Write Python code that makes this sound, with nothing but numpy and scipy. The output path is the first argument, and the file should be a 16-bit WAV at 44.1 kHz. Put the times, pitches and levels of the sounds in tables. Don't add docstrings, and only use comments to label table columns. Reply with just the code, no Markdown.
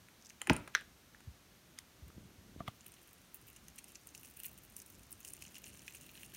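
import sys
import numpy as np
from scipy import signal
from scipy.fft import rfft, irfft, next_fast_len
from scipy.io import wavfile
from scipy.ndimage import map_coordinates

SR = 44100
rng = np.random.default_rng(int(sys.argv[2]) if len(sys.argv) > 2 else 0)


def file_out(sig):
    cols = np.atleast_2d(sig).T
    lim = np.clip(cols, -1, 1)
    pcm = np.round(lim * 32767).astype(np.int16)
    wavfile.write(sys.argv[1], SR, pcm)


def volts_from_db(level):
    exponent = np.asarray(level, float) / 20
    return 10 ** exponent


N = 280476

# centre in Hz, width in Hz, level in dB.
FOLDS = [
    [(5845, 2460, 0), (7460, 2100, 0)],
    [(8950, 1940, 0), (11750, 720, -4)],
    [(14800, 10700, 0.5)],
]
# centre in Hz, width in Hz, level in dB.
CUP = [(1710, 770, -2.5), (2845, 680, 2.5), (4290, 710, -2)]
# centre in Hz, width in Hz, level in dB.
TIP = [(5400, 3500, -18), (6840, 680, 2), (9150, 960, 3.5), (10430, 760, 3), (11900, 1400, -3),
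       (15000, 1300, -4.5)]
# centre in Hz, width in Hz, level in dB.
WALL = [(1475, 780, 3), (2660, 1500, 4)]


def unit(x):
    return x / np.sqrt(np.mean(x ** 2) + 1e-20)


def along(points, hz):
    f, v = np.transpose(points)
    return np.interp(np.log(hz + 1), np.log(f + 1), v)


def curves(rows, outside=None):
    s, *cols = np.transpose(rows)
    return [np.interp(np.arange(N) / SR, s, c, outside, outside) for c in cols]


def filtered(x, response):
    m = next_fast_len(N + SR // 2)
    return irfft(rfft(x, m) * response(np.fft.rfftfreq(m, 1 / SR)), m)[:N]


def ringing(x, modes):
    def response(f):
        total = 0
        for k, (centre, width, db) in enumerate(modes):
            damping = 1j * f * width
            total = total + (-1) ** k * volts_from_db(db) * damping / (centre * centre - f * f + damping)
        return total
    return filtered(x, response)


def twice(x, modes):
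    return ringing(ringing(x, modes), modes)


def placed(s, shapes):
    at = np.round(np.asarray(s) * SR).astype(int)[:, None] + np.arange(shapes.shape[1])
    return np.bincount(at.ravel(), shapes.ravel(), N + SR)[:N]


def bursts(s, db, t60, attack, size=350):
    t = np.arange(size) / SR
    shapes = rng.standard_normal((len(s), size)) * volts_from_db(-60 * t / t60) * (1 - np.exp(-t / attack))
    energy = np.linalg.norm(shapes, axis=1, keepdims=True)
    return placed(s, volts_from_db(db)[:, None] * shapes / energy)


def slips(s, db, t60):
    return bursts(N / SR - s, db, t60, 0.0002, size=700)[::-1]


def pings(s, db, hz, t60, attack, size):
    t = np.arange(size) / SR
    swell = volts_from_db(-60 * t / np.reshape(t60, (-1, 1))) * (1 - np.exp(-t / attack))
    swell = swell / swell.max(axis=1, keepdims=True)
    return placed(s, volts_from_db(db)[:, None] * swell * np.sin(2 * np.pi * hz[:, None] * t))


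def crackles():
    # start in seconds, peak in dB, fold size 0 large to 2 small, cup in dB.
    snaps = [(2.8629, -53, 1.9, -51), (3.3448, -45.5, 2, -64), (3.3487, -47, 1.5, -61),
             (3.5627, -49.5, 0.49, -55.0), (3.6833, -43, 0.77, -51.5), (3.7805, -55, 0.6, -50.0),
             (3.783, -44.5, 0.8, -59), (3.7862, -41.5, 0.85, -48), (3.79, -42, 0.54, -50),
             (3.9554, -41.5, 0.074, -50), (4.0716, -40.5, 1.4, -58.0), (4.1492, -40, 0.21, -47.5),
             (4.1541, -47, 1.6, -62), (4.1778, -44.0, 0.6, -73), (4.2324, -46, 1.4, -54),
             (4.2477, -46, 0.64, -56), (4.401, -38.5, 1.4, -49.5), (4.4345, -37.0, 1.6, -48.5),
             (4.446, -49, 1.2, -45.5), (4.448, -44, 1.5, -51), (4.4538, -42, 2, -54),
             (4.459, -38, 2.3, -50), (4.4644, -36.5, 1.25, -60), (4.7659, -35.5, 1.32, -57.0),
             (4.7806, -49, 1.3, -66.5), (4.8184, -41.5, 0.66, -59.5), (5.1086, -48, 1.7, -73.0),
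             (5.1186, -46, 2.0, -69), (5.127, -39.5, 1.06, -66), (5.249, -37.0, 0.66, -48.5),
             (5.279, -39, 0.72, -65.5), (5.2864, -40, 0.84, -70.0), (5.304, -45, 0.87, -58),
             (5.3352, -36.5, 1, -58), (5.4232, -37.5, 0.61, -50), (5.5444, -48, 0.6, -52.5),
             (5.5548, -44, 0.21, -47), (5.565, -51, 0.3, -49), (5.5682, -58, 0.6, -53),
             (5.5722, -54, 0.54, -56), (5.6415, -43.0, 0.35, -48.5), (5.6657, -48.5, 0.7, -50),
             (5.8798, -41, 0.57, -38.5), (5.9477, -50, 0.7, -46), (5.9509, -41.5, 1.2, -58),
             (5.9595, -48, 0.7, -54.5), (6.0916, -56.5, 0.27, -48), (6.1758, -55, 0.6, -47.5),
             (6.2322, -45.5, 1.2, -46.5), (6.3486, -46, 0.31, -56.5)]
    s, db, size, cup_db = np.hstack([np.transpose(snaps), ticking(), peeling()])

    def snap(level_db):
        rise = 0.0002
        crack = bursts(s - 0.0003, level_db + 0.5, 0.004, rise)
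        smear = bursts(s, level_db - 4, 0.02, rise, size=500)
        return crack + smear + slips(s, level_db - 13, 0.035)

    next_fold_db = 12
    film = 0
    for k, gain_db in enumerate((27, 24, 24)):
        distance = abs(np.clip(size, 0, 2) - k)
        film = film + twice(snap(db - next_fold_db * distance + gain_db), FOLDS[k])
    tone_hz = 2664 * (1 + 0.054 * rng.standard_normal(len(s)))
    tone = pings(s, cup_db, tone_hz, 0.0093, 0.00018, size=500)
    cup_body = twice(snap(cup_db + 22) + bursts(s, cup_db + 16.5, 0.042, 0.002, size=600), CUP)
    return film + tone + cup_body + rustling()


def rustling():
    # start in seconds, level in dB.
    rustle = [
        (.213, -65),
        (.223, -60),
        (0.248, -56),
        (.254, -60),
        (.258, -53),
        (0.267, -53),
        (0.291, -59),
        (0.298, -49),
        (.304, -58),
    ]
    s, db = np.transpose(rustle)
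    large = twice(bursts(s, db + 31.5, 0.013, 0.0006), FOLDS[0][:1])
    return large + ringing(bursts(s, db + 12, 0.005, 0.0003), FOLDS[1] + FOLDS[2])


def ticking():
    # start in seconds, peak in dB, fold size 0 large to 2 small.
    ticks = [(2.0814, -55, 1.3), (2.8083, -52, 0.2), (2.8444, -56.0, 0.5), (2.8655, -44, 1.33),
             (2.8818, -50.5, 1.8), (2.9198, -51, 0.96), (2.9395, -53, 0.8), (2.9426, -58, 1.2),
             (3.0166, -56, 1.0), (3.0275, -59, 1.5), (3.0307, -57, 1.5), (3.0748, -54, 1.6),
             (3.091, -55, 0.8), (3.1107, -58.5, 1.4), (3.132, -51.5, 1.5), (3.1394, -58.5, 1.7),
             (3.2168, -58, 1.1), (3.249, -62, 1.3), (3.3524, -57, 1.5), (3.3573, -52, 2.1),
             (3.3602, -59, 1.6), (3.3701, -57.0, 1.8), (3.4144, -54, 1.2), (3.4242, -56.5, 1.0),
             (3.4689, -56.5, 1.8), (3.4744, -57.5, 1.6), (3.4792, -52.0, 1.7), (3.4838, -50, 1.6),
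             (3.4867, -54.0, 0.4), (3.501, -50.5, 1.3), (3.5098, -59.0, 1.2), (3.5304, -53, 1.0),
             (3.5668, -52.0, 0.8), (3.5699, -58, 0.5), (3.6525, -64, 1.3), (3.7005, -58.5, 0.5),
             (3.7596, -51, 1.4), (3.7642, -55, 0.8), (3.8424, -45.5, 0.83), (3.881, -51, 0.5),
             (3.8849, -51, 1.7), (3.8917, -52.5, 0.46), (3.9037, -58, 1.5), (3.9194, -51, 1.0),
             (3.949, -50, 0.3), (3.9528, -57, 0.36), (3.9589, -51, 0.17), (4.0134, -57.0, 0.3),
             (4.0342, -57.5, 0.5), (4.0799, -54, 0.51), (4.0896, -50, 0.27), (4.105, -55.0, 0.7),
             (4.1586, -52, 0.7), (4.196, -53, 1.5), (4.1984, -55.0, 1.7),
             (4.2118, -52, 1.5), (4.2388, -54.0, 1.4), (4.2507, -54, 1.3), (4.2558, -47.5, 0.8),
                    (4.2607, -50.5, 1.3), (4.271, -51, 0.6), (4.2776, -57.0, 1.0), (4.2852, -54, 1.2),
                    (4.2873, -59.0, 1.0), (4.2999, -52.0, 1.5), (4.311, -51, 1.5), (4.3384, -52, 1.3),
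                    (4.3651, -54.5, 1.4), (4.368, -50, 1.3), (4.3703, -50, 1.4), (4.3724, -45, 1.5),
                    (4.3915, -52, 1.9), (4.396, -47, 1.3), (4.4056, -53.0, 1.2), (4.443, -44, 1.1),
                    (4.4828, -46, 1.2), (4.5153, -51.0, 1.5), (4.5319, -55, 1.9), (4.5427, -58, 1.4),
                    (4.5776, -48.5, 1.1), (4.5852, -51, 1.6), (4.5882, -52, 1.2), (4.6353, -54.5, 1.9),
                    (4.6437, -57.0, 1.2), (4.65, -54, 1.8), (4.6602, -65, 2.0), (4.6994, -56, 1.7),
                    (4.7025, -59, 1.0), (4.7211, -59, 1.5), (4.7233, -55, 1.3), (4.7751, -61, 1.5),
                    (4.7903, -47, 1.4), (4.801, -45, 0.48), (4.8223, -50, 1.6), (4.8619, -49.0, 1.4),
                    (4.8658, -52.0, 1.4), (4.879, -54, 1.4), (4.901, -50, 1.8), (4.9035, -51, 0.33),
                    (4.925, -54, 1.3), (4.9367, -56.0, 1.2), (4.9452, -53, 0.6), (4.9514, -54, 0.6),
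                    (4.957, -57, 0.4), (4.9855, -62, 1.9), (4.994, -52.5, 1.1), (5.0326, -49, 0.79),
                    (5.1067, -56, 1.2), (5.1339, -55.5, 0.9), (5.1958, -59, 1.8),
             (5.205, -46.5, 1.4), (5.2121, -52.0, 0.46), (5.23, -53, 0.4), (5.2559, -53, 1.0),
                  (5.2729, -48.5, 1.1), (5.2994, -48.0, 0.7), (5.367, -49, 0.54), (5.3908, -53, 1.3),
                  (5.41, -52.0, 0.8), (5.4384, -49, 0.5), (5.4418, -53, 0.3), (5.4641, -48, 0.4),
                  (5.4667, -53, 0.3), (5.48, -50.5, 0.22), (5.5217, -54.0, 1.4), (5.5529, -55, 0.6),
                  (5.5826, -43, 1.5), (5.6193, -53, 1.7), (5.6374, -51.5, 0.57), (5.6586, -50, 0.6),
                  (5.661, -49.5, 0.6), (5.6719, -50.5, 1.0), (5.6793, -50, 0.7), (5.6824, -50, 1.3),
                  (5.6882, -51.5, 1.2), (5.6907, -55, 1.1), (5.7268, -57, 0.8), (5.7329, -53.5, 0.7),
                  (5.741, -54.5, 0.4), (5.7547, -52.5, 0.8), (5.7698, -57, 0.4), (5.7736, -50.0, 0.78),
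                  (5.7874, -58.0, 0.7), (5.7933, -47.0, 0.44), (5.8192, -50, 0.45), (5.847, -56, 0.6),
                  (5.8974, -54, 0.2), (5.937, -50, 1.0), (5.954, -49, 0.9), (5.9748, -54, 0.5),
                  (6.0116, -47, 0.7), (6.0302, -53, 0.65), (6.0649, -52, 1.5), (6.0695, -59, 1.3),
                  (6.143, -54.0, 1.2), (6.1495, -55, 0.9), (6.1671, -52, 0.8), (6.2229, -53.0, 1.0),
                  (6.2475, -51, 0.5), (6.2551, -59, 1.0), (6.2611, -50.5, 0.7), (6.2635, -54, 0.88),
                  (6.3011, -58, 1.3), (6.339, -49.0, 1.6), (6.3463, -51, 1.9)]
    s, db, size = np.transpose(ticks)
    to_cup_db = -14
    return np.array([s, db, size, db + to_cup_db])


def peeling():
    # start in seconds, length in seconds, level in dB, fold size 0 large to 2 small, cup in dB.
    peels = [(2.864, 0.074, -66, 1.4, -71), (3.343, 0.024, -57, 1.7, -73), (3.469, 0.035, -56, 1.6, -61),
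             (3.561, 0.0096, -59, 0.54, -68), (3.871, 0.039, -54, 0.61, -60),
             (4.156, 0.067, -57, 0.59, -72), (4.241, 0.02, -53, 0.89, -63), (4.27, 0.054, -59, 1.5, -71),
             (4.365, 0.059, -56, 1.7, -59), (4.446, 0.049, -50, 2.6, -58), (4.579, 0.01, -60, 1.36, -73),
             (4.767, 0.036, -48, 0.99, -66), (4.864, 0.061, -55.5, 0.79, -80),
             (5.196, 0.054, -63, 1.3, -67), (5.253, 0.054, -49, 1.2, -63), (5.415, 0.11, -52, 0.23, -75),
             (5.54, 0.048, -51, 0.26, -67), (5.649, 0.057, -48, 1.1, -59), (5.73, 0.091, -64, 0.62, -63),
             (5.94, 0.033, -56, 0.93, -62), (6.007, 0.06, -50.5, 0.64, -61), (6.14, 0.081, -48, 1, -57),
             (6.208, 0.051, -50, 1, -58), (6.338, .022, -50, 0.79, -56), (5.4175, 0.0063, -52, 0.79, -58)]
    s, length, db, size, cup_db = (c[:, None] for c in np.transpose(peels))
    per_peel, bed_db, scatter_db, size_scatter = 22, -10, 2, 0.55
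    when = rng.random((len(s), per_peel))
    strong, fold, cup = rng.standard_normal((3, len(s), per_peel))
    order = np.arange(per_peel)
    at = s + length * (order + when * (order > 0)) / per_peel
    film_db = db + bed_db + scatter_db * strong
    below_db = cup_db + bed_db + 3.5 + scatter_db * cup
    return np.reshape([at, film_db, size + size_scatter * fold, below_db], (4, -1))


def fizz():
    # time in seconds, pressure in dB, nozzle contact with the cup in dB.
    squeeze = [(2.7, -69, -4), (2.97, -64.5, -2), (3.21, -69, -13), (3.75, -70, -19), (3.94, -67, -21),
               (4.17, -65, -24), (4.32, -67, -5), (4.5, -66.5, -18), (5.15, -66.5, -21), (5.24, -62, -19),
               (5.36, -59.5, -6), (5.52, -61, -3.5), (5.88, -57, -8), (6.23, -59.5, -6), (6.36, -55.5, -3)]
    draw = rng.random((3600, 6))
    s = draw[:, 0] * (N / SR)
    clump = map_coordinates(rng.standard_normal(400), [draw[:, 0] * 390])
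    db = 14 * draw[:, 5] ** 3 + 0.62 * np.clip(clump, -2, 1.5)

    def pops(k, modes):
        return unit(twice(bursts(s, db + 18 * draw[:, k + 1] ** 2, 0.013, 0.00013, size=130), modes))

    large, middle, small, cup = (pops(k, modes) for k, modes in enumerate(FOLDS + [CUP]))
    film_db, contact_db = curves(squeeze, -120)
    film = volts_from_db(film_db - 7) * unit(0.79 * large + middle + 1.26 * small)
    return film + volts_from_db(film_db + contact_db - 4.5) * cup


def nozzle():
    # start in seconds, peak in dB, pitch in Hz, bright part in dB, hollow part in dB.
    touches = [(0.0856, -49, 2200, -7, -35), (0.304, -45, 2720, -15, -36), (0.4162, -22, 3025, -6, -29.5),
               (0.4715, -27, 2430, -7, -22), (0.477, -37, 2300, -15, -27),
               (0.4969, -13.5, 2550, -24, -20.5), (0.5323, -35, 1580, 2.5, -18),
               (0.5641, -30, 1290, -1.5, -21), (0.676, -34, 2340, -14.5, -18.5), (0.81, -41, 1520, -8, -22),
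               (1.1483, -47.5, 1800, -26, -44), (1.2038, -45, 1680, -11, -20),
               (1.7876, -44.5, 2140, 4, -42)]
    # centre in Hz, width in Hz, level in dB.
    hollow = [(606, 260, 7), (970, 390, 12), (1290, 830, 9.5)]
    s, db, hz, bright_db, hollow_db = np.transpose(touches)
    scrape = slips(s, db - 6, 0.05)
    low_hz = WALL[0][0] * (1 + 0.071 * rng.standard_normal(len(s)))
    tone = pings(s, db - 10.5, hz, 0.0072, 0.00063, size=600)
    low_tone = pings(s + 0.00032, db - 9.5, low_hz, 0.0052, 0.00032, size=600)
    wall = twice(bursts(s, db + 10.5, 0.0032, 0.00015) + scrape, WALL)
    bright = twice(bursts(s, db + bright_db + 18, 0.0072, 0.00028), TIP[1:])
    air = ringing(bursts(s, db + hollow_db + 32, 0.029, 0.00082, size=900), hollow)
    return tone + low_tone + wall + bright + air


def slam():
    # start in seconds, level in dB, t60 in seconds.
    landing = (.4977, -14, 0.43)
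    # start in seconds, peak in dB, pitch in Hz.
    settles = [
        (.4964, -25.5, 1460),
        (.4985, -21, 294),
        (.5025, -20.5, 920),
        (.5045, -28.5, 590),
        (0.48, -41, 360),
    ]
    # centre in Hz, width in Hz, level in dB.
    table_top = [(176, 50, 8), (313, 70, 7), (434, 43, 5), (560, 34, -2), (650, 50, -2), (960, 71, 1),
                 (1280, 170, 0), (1630, 190, -1), (1870, 150, -5), (2380, 610, -4.5)]
    s, db, t60 = landing
    edge = twice(bursts([s], np.array([db + 14.5]), 0.0055, 0.00031), [(4760, 1850, 0.5)])
    at, peak_db, hz = np.transpose(settles)
    tones = pings(at, peak_db, hz, 12 / hz, 0.002, size=2600)
    rattle = ringing(bursts([s], np.array([db + 15.5]), t60, 0.0023, size=9000), table_top)
    return edge + tones + rattle


def rim():
    # start in seconds, peak in dB.
    rocks = [(0.75, -19), (0.75, -22.5), (0.7548, -17.5), (0.7607, -26), (0.768, -33), (0.7707, -34),
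             (0.7757, -34), (0.7803, -35), (.786, -40), (.792, -40), (.799, -40), (0.804, -41),
             (0.814, -44), (.82, -43)]
    # pitch in Hz, level in dB, t60 in seconds.
    rim_modes = [(443, -17, 0.015), (1577, -9, 0.0092), (1674, -2.5, 0.0067), (1830, -7.5, 0.0077),
                 (3300, -8.5, 0.0036), (3970, -15, 0.013), (5580, -9, 0.0057)]
    # centre in Hz, width in Hz, level in dB.
    buzz_modes = [(1800, 470, -0.5), (3400, 900, 1.5), (4150, 500, 0), (5300, 630, -5)]
    s, db = np.transpose(rocks)
    scatter = rng.standard_normal((len(s), len(rim_modes)))
    duller_db = 20 * (s - s[0]) + 1.74 * (s > s[0] + 0.003)
    rings = 0
    for k, (hz, level, t60) in enumerate(rim_modes):
        mode_db = db + level + 0.96 * scatter[:, k] - duller_db * hz / 1000
        mode_hz = hz * (1 + 0.053 * scatter[:, k - 1])
        rings = rings + pings(s, mode_db, mode_hz, t60, 0.0012, size=900)
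    thin = filtered(rings, lambda f: (1j * f / (900 + 1j * f)) ** 2)
    chatter = ringing(bursts(s[3:4], db[3:4] + 14, 0.22, 0.002, size=5000), buzz_modes)
    flick = ringing(slips(s[:1], db[:1] - 3, 0.047), WALL)
    clicks = ringing(bursts(s, db - 0.5 - 6 * duller_db, 0.011, 0.00024), TIP)
    return thin + chatter + flick + clicks


def thumps():
    # start in seconds, peak in dB, first pitch in Hz, rise in seconds.
    blows = [(0.489, -43, 220, 0.0046), (0.511, -13.5, 230, 0.0013), (.515, -30.5, 370, 0.0042),
             (0.503, -25, 113.3, 0.0081), (0.553, -45, 253, 0.015), (1.272, -38.5, 114, 0.0085),
             (2.02, -43, 94.5, 0.011), (2.061, -54.5, 200, 0.0074), (2.072, -50, 109, 0.009),
             (2.099, -54.5, 334, 0.002), (2.164, -46, 109, 0.0054), (2.18, -40.5, 232, 0.0017),
             (2.265, -52.5, 131, 0.0062), (2.459, -55, 180, .007), (2.491, -51.5, 258, 0.0035),
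             (2.571, -44, 89.5, .008), (2.25, -49.5, 196, 0.0063), (2.379, -49, 88.5, 0.011),
             (2.562, -39.5, 280, 0.0011), (2.6054, -33, 221, 0.0014), (2.69, -53, 150, 0.0024),
             (2.681, -33, 151, 0.0024)]
    s, db, hz, rise = (c[:, None] for c in np.transpose(blows))
    u = np.arange(8000) / SR / rise
    turns = hz * rise * 3.67 * np.log(1 + u / 3.34)
    return placed(s[:, 0], -volts_from_db(db) * u * np.exp(1 - u) * np.sin(2 * np.pi * turns))


def creaks():
    # start in seconds, peak in dB, pitch in Hz, t60 in seconds.
    housing = [(1.1473, -46.5, 1740, 0.012), (1.787, -49.5, 1960, 0.013), (1.787, -42.5, 5100, 0.0058),
               (1.7877, -39.5, 3720, 0.0018), (1.7877, -39.5, 6400, 0.0065), (2.103, -51.5, 1250, 0.0061),
               (2.6043, -38.5, 680, 0.037), (2.6044, -39.5, 1177, 0.034), (2.605, -50, 1790, 0.011),
               (2.6784, -35.5, 1190, 0.022), (2.679, -35.5, 3220, 0.0029), (2.678, -39, 2060, 0.012),
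               (2.6824, -39.5, 3280, 0.0039), (2.683, -37, 730, 0.013), (2.694, -54, 1120, .012)]
    s, db, hz, t60 = np.transpose(housing)
    rub = slips(s, db + 11.5, 0.085) + bursts(s, db + 9, 0.13, 0.0027, size=1800)
    scratch = ringing(rub, [(1250, 300, 1.5), (2040, 500, -1.5), (3200, 1000, -1.5)])
    crack = bursts(s, np.where(hz > 3000, db + 5, -120), 0.027, 0.00064)
    return pings(s, db, hz, t60, 0.00056, size=1500) + crack + scratch


def room(x):
    # frequency in Hz, t60 in seconds.
    decay = [(150, 0.25), (1500, 0.28), (5000, 0.23), (14000, 0.072)]
    hz, t, z = signal.stft(rng.standard_normal(SR // 2), SR, nperseg=256)
    tail = signal.istft(z * volts_from_db(-60 * t / along(decay, hz)[:, None]), SR, nperseg=256)[1]
    late = np.pad(x, (150, 0))
    return signal.fftconvolve(late, tail / np.linalg.norm(tail))[:N]


def background():
    # frequency in Hz, density in dB per Hz.
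    rumble_shape = [(12, -39), (20, -39), (46, 10), (65, 6), (231, -3), (375, -6), (445, -14), (600, -14),
                    (780, -20), (1320, -120)]
    # frequency in Hz, density in dB per Hz.
    hiss_shape = [(120, -7), (200, -2.5), (350, -10.5), (600, -12), (1500, -12.5), (4000, -15.5),
                  (5000, -17.5), (6200, -15.5), (7800, -21), (9200, -19), (10500, -24), (12000, -19.5),
                  (15500, -24), (16500, -36)]
    # time in seconds, level in dB.
    drone = [(0, -66), (1.5, -67), (2.3, -68), (3.1, -67.5), (3.5, -65.5), (4.1, -65), (4.8, -63.5),
             (6.36, -62.5)]
    # time in seconds, peak in dB, swell and fade in dB per second.
    hand_grips = [
        (.58, -50.5, 127),
        (2.2, -58.5, 53.5),
        (2.62, -57, 67),
    ]

    def steady(shape):
        return unit(filtered(rng.standard_normal(N), lambda hz: volts_from_db(along(shape, hz))))

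    lumps = map_coordinates(rng.standard_normal(100), [np.arange(N) * 90 / N])
    grips = sum(volts_from_db(db - fade_db * abs(np.arange(N) / SR - s)) for s, db, fade_db in hand_grips)
    swell = np.hypot(volts_from_db(curves(drone)[0]), grips) * volts_from_db(1.4 * lumps)
    return swell * steady(rumble_shape) + volts_from_db(-65) * steady(hiss_shape)


def scene():
    bag = crackles() + fizz()
    knocks = nozzle() + slam()
    flick = rim()
    blows = thumps()
    answer = room(volts_from_db(-15) * knocks + volts_from_db(-23) * flick + volts_from_db(-18.5) * blows + volts_from_db(-15.5) * bag)
    return (knocks + flick + blows + bag + answer + creaks() + background())[None]


def roll_off(x):
    return signal.sosfilt(signal.butter(12, 16830, fs=SR, output="sos"), x)


def record(dry):
    def microphone(hz):
        bass_cut = (1j * hz / (40 + 1j * hz)) ** 3
        return bass_cut * np.where(hz < 15850, 1, volts_from_db(-34))

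    heard = filtered(dry[0], microphone)
    return roll_off(heard[None])


dry = scene()
out = record(dry)
file_out(out)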